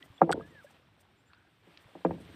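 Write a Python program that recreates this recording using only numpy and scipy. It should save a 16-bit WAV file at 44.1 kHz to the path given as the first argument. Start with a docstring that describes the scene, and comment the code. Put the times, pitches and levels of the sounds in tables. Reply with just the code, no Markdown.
"""Water is heard first, lapping and hissing quietly all around a small wooden boat on a calm sea.
A paddle knocks twice against the boat's side and bounces: pushes ring hull and shaft modes, dry, with no echo.
Bursts of clicks make the snaps, dying sines the drips and low thumps, gliding sines the squeaks and chirps.
Noise in bands makes the water, a gurgle and small ticks. One microphone channel takes it all."""
import sys
import numpy as np
from scipy import signal
from scipy.io import wavfile

SR = 44100
rng = np.random.default_rng(int(sys.argv[2]) if len(sys.argv) > 2 else 0)


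def wav_out(sig):
    """Save sig, one row per channel (or a flat mono array), as 16-bit PCM at SR to the path in sys.argv[1]."""
    wavfile.write(sys.argv[1], SR, np.round(np.clip(np.atleast_2d(sig).T, -1, 1) * 32767).astype(np.int16))


def how_loud(loudness_db):
    """Turn decibels into a plain amplitude multiplier (0 dB gives 1, 20 dB gives 10)."""
    steps = np.asarray(loudness_db, float) / 20
    return 10 ** steps


N = 103635


def rms_one(x):
    """Scale to rms 1."""
    return x / np.sqrt(np.mean(x ** 2) + 1e-20)


def in_time(rows):
    """Columns of a table, joined by straight lines in time."""
    s, *columns = np.transpose(rows)
    return [np.interp(np.arange(N) / SR, s, c) for c in columns]


def drift(rate_hz):
    """Slow chance of spread 1: noise through two equal low-pass poles, drawn every 40 samples."""
    r = np.exp(-80 * np.pi * rate_hz / SR)
    white = rng.standard_normal(N // 40 + 2002)
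    slow = signal.lfilter([1], [1, -2 * r, r * r], white)[2000:]  # skip the filter's start
    return np.interp(np.arange(N) / 40, np.arange(len(slow)), rms_one(slow))


def ring(modes, gains_db, swell_s):
    """Struck body: a sum of swelling, dying sines of alternating sign, half a second long."""
    hz, db, t60 = np.transpose(modes)[:, :, None]
    t = np.arange(SR // 2) / SR
    sign = (-1) ** np.arange(len(modes))[:, None]
    decay = how_loud(db + gains_db[:, None] - 60 * t / t60)
    swell = 1 - np.exp(-t / swell_s)
    return (sign * decay * swell * np.sin(2 * np.pi * hz * t)).sum(0)


def add(out, s, sound):
    """Lay a sound down at time s."""
    i = int(s * SR)
    out[i:i + len(sound)] += sound[:len(out) - i]


def banded_noise(spectrum, patchy_db, rate_hz):
    """Narrow bands of noise, each with its level and flicker; rms 1."""
    hz, db = np.transpose(spectrum)
    bands = int(5 * np.log2(hz[-1] / hz[0])) + 1  # about five per octave
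    edges = np.geomspace(hz[0], hz[-1], bands + 1)
    white, together, out = rng.standard_normal((2, N)), drift(rate_hz / 2), 0
    for k, (low, high) in enumerate(zip(edges, edges[1:])):
        sos = signal.butter(2, [low, high], "band", fs=SR, output="sos")
        band = signal.sosfilt(sos, white[k % 2])
        level_db = np.interp(np.log(low * high) / 2, np.log(hz), db)
        flicker_db = patchy_db * (.6 * together + drift(rate_hz))
        out = out + band * how_loud(level_db + flicker_db)
    return rms_one(out)


TRICKLES_PER_S, TRICKLE_CYCLES = 200, 20.0   # typical rate; cycles in which a bubble dies by 60 dB


def trickles():
    """Tiny random bubbles, short dying sines over nearly three octaves; rms 1."""
    sizes = how_loud(3.0 * np.minimum(rng.exponential(1, N), 3))
    sizes = sizes * (rng.random(N) < TRICKLES_PER_S * how_loud(3.0 * drift(5)) / SR)
    dealt, out = rng.integers(0, 16, N), 0  # each bubble gets one of 16 pitches
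    for k, hz in enumerate(np.geomspace(500, 3500, 16)):
        r = how_loud(-60 * hz / (TRICKLE_CYCLES * SR))
        w = 2 * np.pi * hz / SR
        strikes = sizes * (dealt == k) + 1e-18
        out = out + signal.lfilter([0, np.sin(w)], [1, -2 * r * np.cos(w), r * r], strikes)
    return rms_one(out)


# how lively the water around the boat is, as its hiss at the microphone: t/s, level/dB
LIVELINESS = [(0, -65), (.77, -65.5), (.81, -71), (1.62, -70.5), (1.7, -64.5), (1.9, -64.5), (2.18, -62),
              (2.35, -58)]
# colour of the hiss, relative level per Hz: f/Hz, level/dB
HISS_COLOUR = [(250, -6), (500, -12), (1600, -12), (3500, -15), (4600, -24.5), (5600, -28.5)]
# colour of the treble fizz, relative level per Hz: f/Hz, level/dB
FIZZ_COLOUR = [(4600, -10.5), (5800, -4.5), (6900, -12), (8200, -0.5), (9600, -11.5), (15500, -9)]
# the treble flutters up briefly: t/s, level rise/dB
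FLUTTERS = [(0.053, 12), (0.472, 9), (0.644, 12), (0.711, 11), (1.011, 16.5), (1.82, 9), (2.212, 8)]
# low lapping at the microphone: t/s, level/dB
LAPPING = [(0, -56), (.22, -79), (.31, -46), (.65, -69), (2.03, -70.5), (2.11, -47), (2.35, -59.5)]
# colour of the lapping, relative level per Hz: f/Hz, level/dB
LAPPING_COLOUR = [(22, -42), (50, -13), (92, 0), (200, -7.5), (400, -13.5)]
TRICKLE_DB, FLUTTER_S = -5, 0.0099   # trickles against hiss; spread of each flutter
FIZZ_DB, FIZZ_FOLLOWS = -82, 1   # fizz at mean liveliness; share of the swing it follows


def sea():
    """Water noise: hiss with trickles, treble fizz that follows the liveliness, and low lapping."""
    t = np.arange(N) / SR
    lively_db, = in_time(LIVELINESS)
    hiss = banded_noise(HISS_COLOUR, patchy_db=.8, rate_hz=15.0)
    water = how_loud(lively_db) * (hiss + how_loud(TRICKLE_DB) * trickles())
    rise_db = sum(db * np.exp(-.5 * ((t - s) / FLUTTER_S) ** 2) for s, db in FLUTTERS)
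    fizz_db = FIZZ_DB + FIZZ_FOLLOWS * (lively_db - lively_db.mean()) + rise_db
    fizz = how_loud(fizz_db) * banded_noise(FIZZ_COLOUR, patchy_db=1.2, rate_hz=25.0)
    lap_db, = in_time(LAPPING)
    lapping = how_loud(lap_db) * banded_noise(LAPPING_COLOUR, patchy_db=1.5, rate_hz=2.0)
    return water + fizz + lapping


# drips and low thumps, level before the swell, f at the start: t/s, level/dB, f/Hz, t60/s
DRIPS_AND_THUMPS = [(.0225, -44.5, 1910, 0.062), (0.0271, -35.5, 3080, 0.0063), (0.101, -43.5, 106.6, 0.07),
                    (.179, -46.5, 3370, 0.039), (0.409, -38.5, 1200, 0.028), (.645, -41.5, 563, 0.052),
                    (0.667, -51.5, 1630, 0.066), (0.707, -50, 800, 0.022), (1.856, -48, 115.2, 0.046)]


def drips_and_thumps():
    """Single drips and soft low thumps: a sine that swells, dies and rises a little."""
    out, t = np.zeros(N), np.arange(SR // 5) / SR
    for s, db, hz, t60 in DRIPS_AND_THUMPS:
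        swell = 1 - np.exp(-t / (0.021 * t60))
        tone = np.sin(2 * np.pi * hz * t * (1 + 0.08 * t / t60))
        add(out, s, how_loud(db - 60 * t / t60) * swell * tone)
    return out


# faint high chirps, peak level: t/s, length/s, level/dB
CHIRPS = [(0.136, 0.052, -75), (.485, 0.041, -77.5), (1.159, 0.075, -81.5), (1.253, .055, -77)]
CHIRP_HZ, CHIRP_RISE_HZ = 7140, 659   # pitch at the start; rise by the end


def chirps():
    """Faint high whistles that swell, bend upward with a wavering pitch, and fade."""
    out, waver_hz = np.zeros(N), 90 * drift(150)
    for s, length, db in CHIRPS:
        u = np.arange(int(length * SR)) / (length * SR)
        hz = CHIRP_HZ + CHIRP_RISE_HZ * u ** 2 + waver_hz[int(s * SR):][:len(u)]
        tone = np.sin(2 * np.pi * np.cumsum(hz) / SR)
        add(out, s, how_loud(db) * np.sin(np.pi * u) * tone)
    return out


# paddle against the boat's side, heard dry: t/s, hull level/dB, shaft level/dB, contact/ms
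KNOCKS = [(0.208, -22, -42, 1.03), (0.2156, -7, 4, 0.54), (.2310, -15.5, -22, 0.69), (0.291, -23, -25, 0.3),
          (0.2936, -16.5, -17, 0.18), (0.3044, -26, -9, 0.74), (0.34, -21, -27, 1.66),
          (0.354, -28, -35, 0.77), (0.3966, -34, -46, 0.36), (0.502, -33.5, -38, 3.4),
          (1.669, -42, -74.5, 1.51), (1.9511, -30.5, -28, 1.12), (2.0486, -11.5, -10, 0.26),
          (2.0585, -27.5, -21, 0.18), (2.1075, -22, -26.5, 0.19), (2.129, -27.5, -25, 2.1),
          (2.199, -37.5, -77, 1.2), (2.286, -42, -74, 1.74), (2.336, -33.5, -69, 3.1)]
# hull modes before scatter: f/Hz, relative level/dB, t60/s
HULL = [(167.24, -21, 0.3), (196, -15, 0.06), (277.7, -15.5, .09), (338, -13.5, 0.13), (435.4, -13, 0.1),
        (527.4, -10, 0.067), (668, -14, 0.08), (925, -12, .035)]
# paddle shaft modes before scatter: f/Hz, relative level/dB, t60/s
SHAFT = [(745.5, -3.5, 0.028), (813.3, -3.5, 0.011), (1205, -19, 0.03), (1369, -25, 0.046),
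         (1634, -26, 0.042), (1940, -33, .03)]
# modes differ in level from blow to blow, hull modes in pitch too (as a share), and take a moment to swell
MODE_SCATTER_DB, PITCH_SCATTER, SWELL_S = 3, .025, 0.0007
# loose planks keep shaking the hull after a blow: level against the blow, decay, lumpiness
SHUDDER_DB, SHUDDER_T60_S, SHUDDER_ROUGH_DB = -31.5, 0.25, 6.5
SHUDDER_TILT_DB = -5.5   # per octave
# dry edge of a 1 ms contact, against the hull; harder contacts crack more
CRACK_DB, CRACK_S, CRACK_RISE_S = -30, 0.0069, .0005


def knocks():
    """Smooth pushes (longer = duller) ring hull and shaft, with a faint crack; a lumpy shudder follows."""
    out, strength, edge = np.zeros((3, N))
    t, hulls = np.arange(SR // 2) / SR, len(HULL)
    scatter = MODE_SCATTER_DB * rng.standard_normal((len(KNOCKS), hulls + len(SHAFT)))
    # only the first column, the pitch, is detuned
    detune = 1 + PITCH_SCATTER * rng.standard_normal((len(KNOCKS), hulls, 1)) * [1, 0, 0]
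    for (s, hull_db, shaft_db, ms), chance_db, bend in zip(KNOCKS, scatter, detune):
        contact = ms * SR / 1000  # samples
        push = np.sin(np.pi * np.arange(int(contact) + 1) / contact) ** 2
        hull = ring(HULL * bend, hull_db + chance_db[:hulls], SWELL_S)
        shaft = ring(SHAFT, shaft_db + chance_db[hulls:], SWELL_S)
        add(out, s, signal.fftconvolve(hull + shaft, push / push.sum()))
        add(strength, s, how_loud(hull_db + SHUDDER_DB - 60 * t / SHUDDER_T60_S))
        crack_shape = np.exp(-t / CRACK_S) * (1 - np.exp(-t / CRACK_RISE_S))
        add(edge, s, how_loud(hull_db + CRACK_DB) / ms * crack_shape)
    shake = strength * rng.standard_normal(N) * how_loud(SHUDDER_ROUGH_DB * drift(90))
    hull_hz = np.array(HULL)[:, 0]
    tilt_db = SHUDDER_TILT_DB * np.log2(hull_hz / hull_hz[0])
    damped_hull = ring(HULL, tilt_db, SWELL_S) * np.exp(-t / .015)
    shudder = signal.fftconvolve(shake, damped_hull)[:N]
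    band = signal.butter(4, [1400.0, 2600.0], "band", fs=SR, output="sos")
    crack = signal.sosfilt(band, edge * rng.standard_normal(N))
    return out + crack + shudder


# dry snaps: t/s, level/dB, extra level of the lowest mode/dB, extra level of the three highest/dB
SNAPS = [(0.3157, -28, -9.5, 0.5), (0.3226, -24.5, -10.5, -2), (0.3272, -27, 9.5, 2.5),
         (0.332, -43.5, 15.5, -3.5)]
# what snaps rings with: f/Hz, relative level/dB, t60/s
SNAPPER = [(1456, 3.5, 0.013), (2110, -13, 0.011), (3335, 0, 0.015), (4600, -5, 0.0057),
           (5830, -9.5, 0.006), (8086, -3, 0.0078), (11200, -14, 0.0041), (14200, -16, 0.0018)]
BURST_S, RASP_DB, RASP_S = .0005, -15, .004   # burst decay; fine crackle that trails each snap


def snaps():
    """A short ragged burst of clicks strikes small bright modes; the lowest mode rings on its own."""
    out, t = np.zeros(N), np.arange(300) / SR
    highest = np.arange(1, len(SNAPPER)) >= len(SNAPPER) - 3
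    for (s, db, low_db, high_db), burst in zip(SNAPS, rng.standard_normal((len(SNAPS), 300))):
        burst = burst * (np.exp(-t / BURST_S) + how_loud(RASP_DB) * np.exp(-t / RASP_S))
        burst = burst / np.sqrt((burst ** 2).sum())
        bright = ring(SNAPPER[1:], db + high_db * highest, swell_s=.00004)
        add(out, s, signal.fftconvolve(bright, burst))
        add(out, s, ring(SNAPPER[:1], np.array([db + low_db]), swell_s=0.00045))
    return out


# faint gliding squeaks, one list each, rms level before flutter: t/s, f/Hz, level/dB
SQUEAKS = [
    [(.395, 1580, -62), (.45, 1696, -62.5), (.485, 1773, -69.5)],
    [(.498, 2014, -90), (.51, 1940, -62.5), (.545, 1800, -67.5), (.58, 1680, -54), (.6, 1620, -60.5),
     (.635, 1135, -68.5)],
]
SQUEAK_FLUTTER_DB = 3.5


def squeaks():
    """Thin gliding sines that flutter in level and waver slightly in pitch."""
    out, t = np.zeros(N), np.arange(N) / SR
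    for rows in SQUEAKS:
        hz, db = in_time(rows)
        on = (t > rows[0][0]) & (t < rows[-1][0])
        level = np.sqrt(2) * how_loud(db + SQUEAK_FLUTTER_DB * drift(79))
        phase = 2 * np.pi * np.cumsum(hz * (1 + 0.0043 * drift(55))) / SR
        out += on * level * np.sin(phase)
    return out


GURGLE_START_S, GURGLE_TOP_S, GURGLE_END_S = 1.256, 1.311, 1.56
GURGLE_HZ, GURGLE_DB = 1559, -68   # band centre; rms level at the top, before flutter


def gurgle():
    """A narrow fluttering band of noise that swells quickly and fades slowly."""
    level = how_loud(GURGLE_DB + 3.0 * drift(40))
    band = signal.butter(2, [GURGLE_HZ * .9, GURGLE_HZ * 1.1], "band", fs=SR, output="sos")
    noise = rms_one(signal.sosfilt(band, rng.standard_normal(N)))
    swell = np.interp(np.arange(N) / SR, [GURGLE_START_S, GURGLE_TOP_S, GURGLE_END_S], [0, 1, 0])
    return level * swell * noise


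# small ticks, level of the noise before its band: t/s, level/dB, low f/Hz, high f/Hz
TICKS = [(1.3333, -39, 895, 3870), (1.346, -53.5, 3116, 4970), (1.7738, -37.5, 1730, 5100)]
TICK_S = 0.0021   # decay


def ticks():
    """Tiny broad clicks: noise in one wide band that dies within milliseconds."""
    out, t = np.zeros(N), np.arange(SR // 50) / SR
    for (s, db, low_hz, high_hz), burst in zip(TICKS, rng.standard_normal((len(TICKS), SR // 50))):
        band = signal.butter(5, [low_hz, high_hz], "band", fs=SR, output="sos")
        add(out, s, how_loud(db) * signal.sosfilt(band, burst * np.exp(-t / TICK_S)))
    return out


def scene():
    """Everything around the boat, in one channel."""
    mix = knocks() + snaps() + ticks() + drips_and_thumps() + squeaks() + chirps() + gurgle() + sea()
    return mix[None]


def roll_off(x):
    """The treble ends steeply here."""
    return signal.sosfilt(signal.butter(12, 15790, fs=SR, output="sos"), x)


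def record(dry):
    """The microphone drops the deep bass and the very top."""
    bass_cut = signal.butter(2, 30.0, "high", fs=SR, output="sos")
    top_cut = signal.cheby2(12, 60, 16000, fs=SR, output="sos")
    mix = signal.sosfilt(top_cut, signal.sosfilt(bass_cut, dry))
    return roll_off(mix)


dry = scene()
out = record(dry)
wav_out(out)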